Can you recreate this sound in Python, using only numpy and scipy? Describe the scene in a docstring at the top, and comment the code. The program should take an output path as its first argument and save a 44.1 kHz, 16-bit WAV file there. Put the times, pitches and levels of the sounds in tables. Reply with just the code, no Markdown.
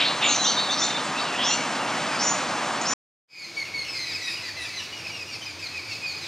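"""Harsh rasps of babblers in garden trees, then peeps, whistles, chips, squeals and two leaf rustles,
sound over a loud steady rush of distant traffic and wind. After a short silence a quieter spot fades
in, where a flock trades nasal falling calls and a far motor drones. Each call is a vibration of the
syrinx, modulated in frequency and amplitude: regular motion gives a clear note, chaotic motion a rasp.
Leaves and trunks scatter every call into a brief reverberation."""
import sys
import numpy as np
from scipy import signal
from scipy.fft import rfft, irfft
from scipy.io import wavfile
from scipy.ndimage import uniform_filter1d

SR = 44100
rng = np.random.default_rng(int(sys.argv[2]) if len(sys.argv) > 2 else 0)


def file_out(sig):
    """Save sig as 16-bit WAV at sys.argv[1]."""
    # one column per channel
    cols = np.atleast_2d(sig).T
    # limit, then scale
    lim = np.clip(cols, -1, 1)
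    pcm = np.round(lim * 32767).astype(np.int16)
    wavfile.write(sys.argv[1], SR, pcm)


N = 276507
T = np.arange(N) / SR
STOP_S, OPEN_S = 2.937, 3.275  # the loud spot ends, the quiet spot begins

# harsh bursts: t/s, length/s, f/Hz, level/dB, roughness
RASP_CALLS = [(-.02, .052, 3160, -22.5, 0.95), (0.21, .066, 3170, -23.5, 0.78),
              (1.375, .118, 3270, -28, .38)]
# spectrum of distant traffic and wind: f/Hz, relative density/dB
RUSH_SPECTRUM = [(53, -59), (90, -17.5), (138, -8.5), (231, -4), (298, -3.5), (378, -10), (749, -2),
                 (1200, -3), (2010, -8.5), (2890, -11), (4430, -15), (4930, -15), (7090, -19.5),
                 (9570, -29), (15000, -63.5)]
# faint engine tones: f/Hz, level/dB
ENGINE_TONES = [(592, -46.5), (1185, -47.5), (1223, -44.5)]
# short slurred notes: t/s, length/s, f/Hz, glide/Hz, level/dB
PEEP_CALLS = [(0.222, 0.074, 2430, 649, -31.5), (0.387, 0.051, 3980, -150, -27),
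              (0.452, .044, 3056, 400, -33), (0.599, 0.078, 3740, -79.5, -33.5),
              (.845, .08, 3630, -10, -38), (1.152, .04, 2640, 279, -35), (1.193, .025, 4700, 800, -34.5),
              (1.239, 0.12, 2710, -550, -38.5), (1.345, 0.044, 2810, 401, -33),
              (1.382, 0.04, 1980, -91, -35), (1.478, 0.067, 2760, 130, -31.5),
              (1.571, .044, 2294, -190, -37), (1.788, .055, 2790, -70.5, -39.5),
              (1.872, 0.065, 2243, -120, -38), (2.07, .14, 4950, -100, -42),
              (2.077, 0.089, 2430, -400, -39), (2.253, .05, 5840, 203, -27.5),
              (2.259, 0.065, 6760, 132, -29.5)]
# high falling whistles, then two brief scratchy leaf rustles, then two thin high overtones of the
# flock's nasal calls: t/s, length/s, f/Hz, level/dB, roughness
TREBLE_SOUNDS = [(.233, 0.061, 6970, -33, .12), (0.267, .11, 6440, -27, 0.56), (0.409, .12, 6290, -30, .4),
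                 (0.44, 0.033, 5730, -27.5, .4), (0.703, 0.054, 5970, -34, .37),
                 (1.035, .033, 7500, -43, .9), (2.812, 0.015, 6650, -30.5, 1.1),
                 (4.236, .1, 9500, -54, .15), (4.596, 0.055, 9500, -50, .15)]
# slurs that break into trills: t/s, slur length/s, trill length/s, start f/Hz, trill foot f/Hz, level/dB
CHIP_CALLS = [(0.433, 0.036, 0.06, 2890, 3880, -20.5), (0.561, 0.025, 0.05, 3505, 3806, -20),
              (0.685, .033, 0.043, 3246, 3810, -21.5), (0.812, 0.023, 0.031, 3400, 3686, -21),
              (0.939, .024, 0.013, 3440, 3640, -25.5), (1.168, .04, 0.024, 3300, 4070, -28)]
# lower voice of the rising squeals: t/s, length/s, top f/Hz, level/dB, roughness
SQUEAL_CALLS = [(0.767, 0.089, 6040, -29.5, .16), (1.42, .135, 6030, -30.5, .2),
                (2.189, .068, 5850, -28.5, .3), (2.847, 0.079, 5930, -29.5, 0.14)]
# spectrum of the quiet spot's background: f/Hz, relative density/dB
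GARDEN_SPECTRUM = [(50, -16), (95, -9), (160, -1), (205, -9), (335, -1), (380, -6), (1200, -7), (1800, -8),
                   (3400, -9), (4500, -7.5), (6700, -13.5), (8000, -27), (8600, -16.5), (9600, -31.5),
                   (11800, -29), (15500, -36)]
# calls of the near flock: t/s, length/s, f/Hz, level/dB, roughness, overtone gain/dB
NASAL_CALLS = [(3.281, .13, 2485, -33.5, 0.22, 3), (3.382, .078, 2206, -33.5, .2, 2),
               (3.564, 0.071, 2220, -30, 0.12, -5.5), (3.647, 0.047, 2720, -41.5, 0.63, -4),
               (3.737, 0.096, 2196, -30.5, 0.07, -1), (3.846, 0.041, 2840, -39.5, 1.03, 0),
               (3.868, 0.12, 2590, -35, .18, 4), (3.934, .077, 2120, -37.5, 0.23, 1),
               (3.986, .067, 2090, -34, 0.12, 6), (4.05, .085, 2493, -35.5, 0.32, 4),
               (4.06, 0.08, 1940, -39.5, 0.48, 3), (4.129, 0.045, 2545, -32.5, 0.15, 4.5),
               (4.211, 0.099, 1942, -35, 0.21, 3.5), (4.261, 0.093, 2533, -34.5, 0.08, 3),
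               (4.27, .09, 2367, -42, 0.36, 4), (4.364, 0.04, 2810, -38.5, 0.42, -1),
               (4.417, 0.088, 1998, -39, .5, -2.5), (4.452, .045, 2340, -38, .2, 12),
               (4.559, 0.11, 1990, -37.5, 0.51, 2.5), (4.643, 0.057, 2450, -39, .6, 2),
               (4.728, .088, 2022, -36.5, .4, 3.5), (4.782, 0.068, 2850, -38.5, 0.49, 2),
               (4.918, .11, 2877, -41, 0.26, -1), (5.04, .08, 2536, -37, 0.42, -3),
               (5.113, 0.074, 2805, -39.5, .3, 2), (5.189, .049, 2530, -36, 0.06, 2.5),
               (5.271, .1, 2780, -40.5, .33, 5), (5.306, 0.056, 2326, -38.5, .5, 1),
               (5.415, 0.035, 3076, -39.5, .05, 8), (5.453, .065, 2472, -37, 0.36, 1),
               (5.588, 0.07, 2520, -37.5, 0.27, 1.5), (5.612, 0.067, 2285, -38, 0.43, 5),
               (5.708, .1, 2536, -36, 0.34, -4), (5.867, 0.081, 2294, -37.5, 0.57, 4),
               (5.898, 0.08, 2630, -38, 0.42, 3), (6.018, 0.093, 2483, -32, 0.01, -6),
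               (6.059, 0.075, 2240, -36, 0.26, 11), (6.142, .055, 2476, -40, .35, 5),
               (6.209, 0.063, 1985, -39.5, 0.58, 8)]
# resonances of the throat and open beak: f/Hz, gain/dB
THROAT_RESPONSE = [(1700, 0), (2300, 3), (3100, 0.5), (4300, 2), (5100, -2), (5500, -5), (6300, -9.5),
                   (7500, -18), (8000, -21.5), (8700, -24), (9700, -26), (10800, -26), (12500, -31),
                   (15000, -39)]
# envelope of the far flock: t/s, relative level/dB
FLOCK_ENVELOPE = [(3.3, -24), (3.56, -47.5), (4.0, -37), (4.3, -33.5), (4.9, -40), (5.5, -44.5),
                  (5.85, -36.5), (6.0, -43), (6.15, -38)]
# envelope of a distant motor: t/s, relative level/dB
MOTOR_ENVELOPE = [(3.4, -78), (3.57, -59), (4.18, -53.5), (4.3, -65), (4.43, -53), (4.89, -54.5),
                  (5.77, -49), (6.13, -54), (6.27, -53)]


def undb(db):
    """Amplitude ratio of a level in decibels."""
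    return 10 ** (np.asarray(db) / 20)


def unit(x):
    """Normalisation to rms 1."""
    return x / np.sqrt(np.mean(x ** 2) + 1e-18)


def curve(rows):
    """Linear interpolation of (t/s, value) rows."""
    return np.interp(T, *np.transpose(rows))


def response(hz, points):
    """Amplitude response, interpolated in log frequency between (f/Hz, gain/dB) points."""
    f, db = np.transpose(points)
    return undb(np.interp(np.log(np.maximum(hz, 1)), np.log(f), db))


def wobble(n, hz):
    """Random modulator: low-pass noise of rms near 1 and bandwidth about hz."""
    size = n + 4096
    f = np.arange(size // 2 + 1) * SR / size
    return unit(irfft(rfft(rng.standard_normal(size)) * np.exp(-.5 * (f / hz) ** 2), size))[:n]


def add_at(out, s, x):
    """Superposition of x on out from time s."""
    i = int(s * SR)
    x, i = x[max(-i, 0):], max(i, 0)
    out[i:i + len(x)] += x[:max(len(out) - i, 0)]


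def glide(hz, change_hz):
    """Linear sweep centred on hz: its start, middle and end frequencies."""
    return hz + change_hz * np.array([-.5, 0, .5])


def contour(length, pitches, rise, fall):
    """Parabolic pitch through start, middle and end, and an amplitude envelope that swells and fades."""
    u = np.linspace(0, 1, int(max(length, .01) * SR))
    hz = np.polyval(np.polyfit([0, .5, 1], pitches, 2), u)
    attack = np.sin(np.pi / 2 * np.minimum(u / rise, 1))
    release = np.sin(np.pi / 2 * np.minimum((1 - u) / fall, 1))
    return np.minimum(hz, max(pitches)), attack * release


def rough_tone(length, pitches, rough):
    """Chaotic vibration spreads a near-sine tone into noisy sidebands, most while the pitch climbs."""
    hz, swell = contour(length, pitches, rise=.26, fall=.16)
    n = len(hz)
    climb = np.clip(np.gradient(hz), 0, 1)  # Hz per sample
    scatter_hz = 620 * rough + 200 * climb
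    phase = 2 * np.pi * np.cumsum(hz + scatter_hz * wobble(n, 520)) / SR
    hiss = 1 + undb(-18) * wobble(n, 1200)
    flutter = undb(5 * np.sqrt(rough) * np.tanh(wobble(n, 170)))
    return unit(np.sin(phase) * hiss * flutter) * swell


def rasps(clear_s=.062, clear_ratio=1.29):
    """Frequency jump: each harsh burst climbs a little, then breaks into a higher, clearer note."""
    out = np.zeros(N)
    for s, length, hz, db, rough in RASP_CALLS:
        pitches = glide(hz, .07 * hz)
        add_at(out, s, undb(db) * rough_tone(length, pitches, rough))
        add_at(out, s + length, undb(db - 4) * rough_tone(clear_s, clear_ratio * pitches, .5 * rough))
    return out


def trees(x, wet_db, t60, treble_rate):
    """Scattering by leaves and trunks adds echoes; the treble decays at treble_rate times the low rate."""
    t = np.arange(SR) / SR
    echoes = rng.standard_normal(SR) * undb(5.5 * rng.standard_normal(SR))
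    low = signal.sosfiltfilt(signal.butter(2, 4800, fs=SR, output="sos"), echoes)
    decay_db = -60 * t / t60
    tail = low * undb(decay_db) + (echoes - low) * undb(decay_db * treble_rate)
    tail *= np.minimum(t / .015, 1)
    return x + undb(wet_db) * signal.fftconvolve(x, tail / np.linalg.norm(tail))[:N]


def distant_noise(points, low_hz, waver_db, echo_s=.013, echo_db=-17):
    """Interference with a ground echo ripples the spectrum; octaves swell together and waver singly."""
    f = np.maximum(np.arange(N // 2 + 1) * SR / N, 1)
    ground = 1 + undb(echo_db) * np.exp(-2j * np.pi * f * echo_s)
    high_pass = 1 / np.sqrt(1 + (low_hz / f) ** 10)
    spectrum = rfft(rng.standard_normal(N)) * response(f, points) * ground * high_pass
    out, swell = 0, wobble(N, .7)
    for octave in range(5, 15):
        band = irfft(spectrum * np.maximum(1 - abs(np.log2(f) - octave), 0), N)
        out += band * undb(waver_db * (.5 * swell + wobble(N, 11.3)))
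    return unit(out)


def engine_whine():
    """Random amplitude modulation widens each engine tone into a narrow band."""
    return sum(undb(db) * wobble(N, 11) * np.sin(2 * np.pi * hz * T) for hz, db in ENGINE_TONES)


def peeps():
    """Nearly periodic vibration gives clean notes that slide up or down."""
    out = np.zeros(N)
    for s, length, hz, glide_hz, db in PEEP_CALLS:
        add_at(out, s, undb(db) * rough_tone(length, glide(hz, glide_hz), rough=.11))
    return out


def treble_sounds(from_s, to_s, fall_hz=722):
    """Downward sweeps between two times: whistles, scratchy leaf rustles, thin nasal-call overtones."""
    out = np.zeros(N)
    for s, length, hz, db, rough in TREBLE_SOUNDS:
        if from_s < s < to_s:
            add_at(out, s, undb(db) * rough_tone(length, glide(hz, -fall_hz), rough))
    return out


def chips(trill_hz=88, leap_hz=850):
    """Sawtooth frequency modulation: after an upward slur the pitch leaps and slides back unevenly."""
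    out = np.zeros(N)
    for s, slur, trill, start_hz, foot_hz, db in CHIP_CALLS:
        t = np.arange(int((slur + trill) * SR)) / SR
        cycles = (t - slur + .0015 * wobble(len(t), 50)) * trill_hz
        sawtooth = uniform_filter1d((t > slur) * (1 - cycles % 1), size=60)
        hz = foot_hz + (start_hz - foot_hz) * np.maximum(1 - t / slur, 0) ** 1.2
        hz += leap_hz * sawtooth + 70 * wobble(len(t), 400)
        corners_s = [0, .7 * slur, slur, slur + .69 * trill, slur + trill]
        swell = np.interp(t, corners_s, [0, 1, undb(-5), undb(-5), 0])
        add_at(out, s, undb(db) * swell * np.sin(2 * np.pi * np.cumsum(hz) / SR))
    return out


def squeals(upper_ratio=1.205, upper_lag_s=.012):
    """Biphonation: both voices of the syrinx rise and level off, the upper later, softer and cleaner."""
    out = np.zeros(N)
    for s, length, hz, db, rough in SQUEAL_CALLS:
        pitches = hz * np.array([.79, .95, 1])
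        add_at(out, s, undb(db) * rough_tone(length, pitches, rough))
        upper = rough_tone(length, upper_ratio * pitches, .66 * rough)
        add_at(out, s + upper_lag_s, undb(db - 3.5) * upper)
    return out


def nasal_call(length, pitches, rough, overtones_db):
    """Source and filter: the throat shapes the harmonics of a membrane that slackens, shakes and drops."""
    hz, swell = contour(length, pitches, rise=.16, fall=.13)
    n = len(hz)
    u = np.linspace(0, 1, n)
    shake = .62 * np.tanh(rough * (.62 + .87 * u ** 2) / .61)
    drop = 1 - .328 * rough * u ** 7
    jitter = 1 + .068 * shake * wobble(n, 327) + .0065 * wobble(n, 64)
    hz = hz * drop * jitter
    phase = 2 * np.pi * np.cumsum(hz) / SR
    voice = 0
    for k in range(1, 7):
        flare = (1 + undb(-18) * wobble(n, 560)) * undb(2.9 * wobble(n, 33))
        gain = response(k * hz, THROAT_RESPONSE) * undb(overtones_db * (k > 1))
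        voice += gain * flare * np.sin(k * phase)
    f = np.arange(n // 2 + 1) * SR / n
    puffs = rng.standard_normal(n) * (1 + np.cos(phase))  # air escapes once a cycle
    scratch = unit(irfft(rfft(puffs) * response(f, THROAT_RESPONSE) ** .69 * (f > hz.min()), n))
    flutter = undb(5 * rough * np.tanh(wobble(n, 170)))
    return (unit(voice * flutter) + undb(-3) * shake * scratch) * swell


def near_flock():
    """Falling frequency glides: each nasal call sags along a slight arch, the rough ones further."""
    out = np.zeros(N)
    for s, length, hz, db, rough, overtones_db in NASAL_CALLS:
        sag_hz = hz * (.0352 + .1103 * rough)
        pitches = glide(hz, -sag_hz) - hz * np.array([.012, 0, .012])
        add_at(out, s, undb(db) * nasal_call(length, pitches, rough, overtones_db))
    return out


def far_flock(count=42):
    """Diffuse field: from deep in the trees, the echoes of nasal calls outweigh the direct sound."""
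    calls, out = np.zeros(N), np.zeros(N)
    for i, (when, pitch, softness) in enumerate(rng.random((count, 3))):
        s = OPEN_S + (i + when) / count * (N / SR - OPEN_S)
        pitches = (2180 + 480 * pitch) * np.array([1, .98, .9])
        add_at(calls, s, undb(-5 * softness) * nasal_call(.085, pitches, rough=.417, overtones_db=0))
    scattered = trees(calls, wet_db=8.5, t60=.66, treble_rate=1)
    add_at(out, OPEN_S, unit(scattered[int(OPEN_S * SR):]))
    return out * undb(curve(FLOCK_ENVELOPE) - 3)


def motor():
    """A distant motor drones: one low tone under random frequency and amplitude modulation."""
    hz = 98 + 9 * wobble(N, 15.7)
    drone = unit(np.sin(2 * np.pi * np.cumsum(hz) / SR) * undb(2.5 * wobble(N, 16)))
    return drone * undb(curve(MOTOR_ENVELOPE) - 1.5)


def loud_spot():
    """Superposition of scattered calls and rustles, the steady rush, an engine whine and a rumble."""
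    direct = rasps() + peeps() + treble_sounds(0, STOP_S) + chips() + squeals()
    scattered = trees(direct, wet_db=-2, t60=.53, treble_rate=1.6)
    rush = distant_noise(RUSH_SPECTRUM, low_hz=105, waver_db=.86, echo_s=.0082, echo_db=-20.5)
    rumble = distant_noise([(25, 1.5), (60, .5), (200, -31.5), (1000, -94.5)], low_hz=18, waver_db=4)
    return scattered + undb(-27.5) * rush + engine_whine() + undb(-66.5) * rumble


def quiet_spot():
    """Superposition of the near and far flock, soft background noise and the motor."""
    birds = trees(near_flock() + treble_sounds(OPEN_S, N / SR), wet_db=-2, t60=.39, treble_rate=.64)
    garden = distant_noise(GARDEN_SPECTRUM, low_hz=60, waver_db=1.02, echo_s=.0091, echo_db=-15.5)
    return birds + far_flock() + undb(-41.5) * garden + motor()


def scene(lag_samples=.83, fade_s=.28):
    """Interaural delay sets the first spot slightly left; it stops dead and the second fades in ahead."""
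    left = loud_spot()
    delay = np.exp(-2j * np.pi * np.arange(N // 2 + 1) / N * lag_samples)
    right = irfft(rfft(left) * delay, N)
    stop = np.clip((STOP_S - T) / .002, 0, 1)
    fade = np.clip((T - OPEN_S) / fade_s, 0, 1) ** 1.31
    return np.array([left, right]) * stop + quiet_spot() * fade


def record(dry, top_hz=15650):
    """Band limiting: a steep low-pass filter removes the highest treble."""
    return signal.sosfilt(signal.ellip(14, .1, 90, top_hz, fs=SR, output="sos"), dry)


dry = scene()
out = record(dry)
file_out(out)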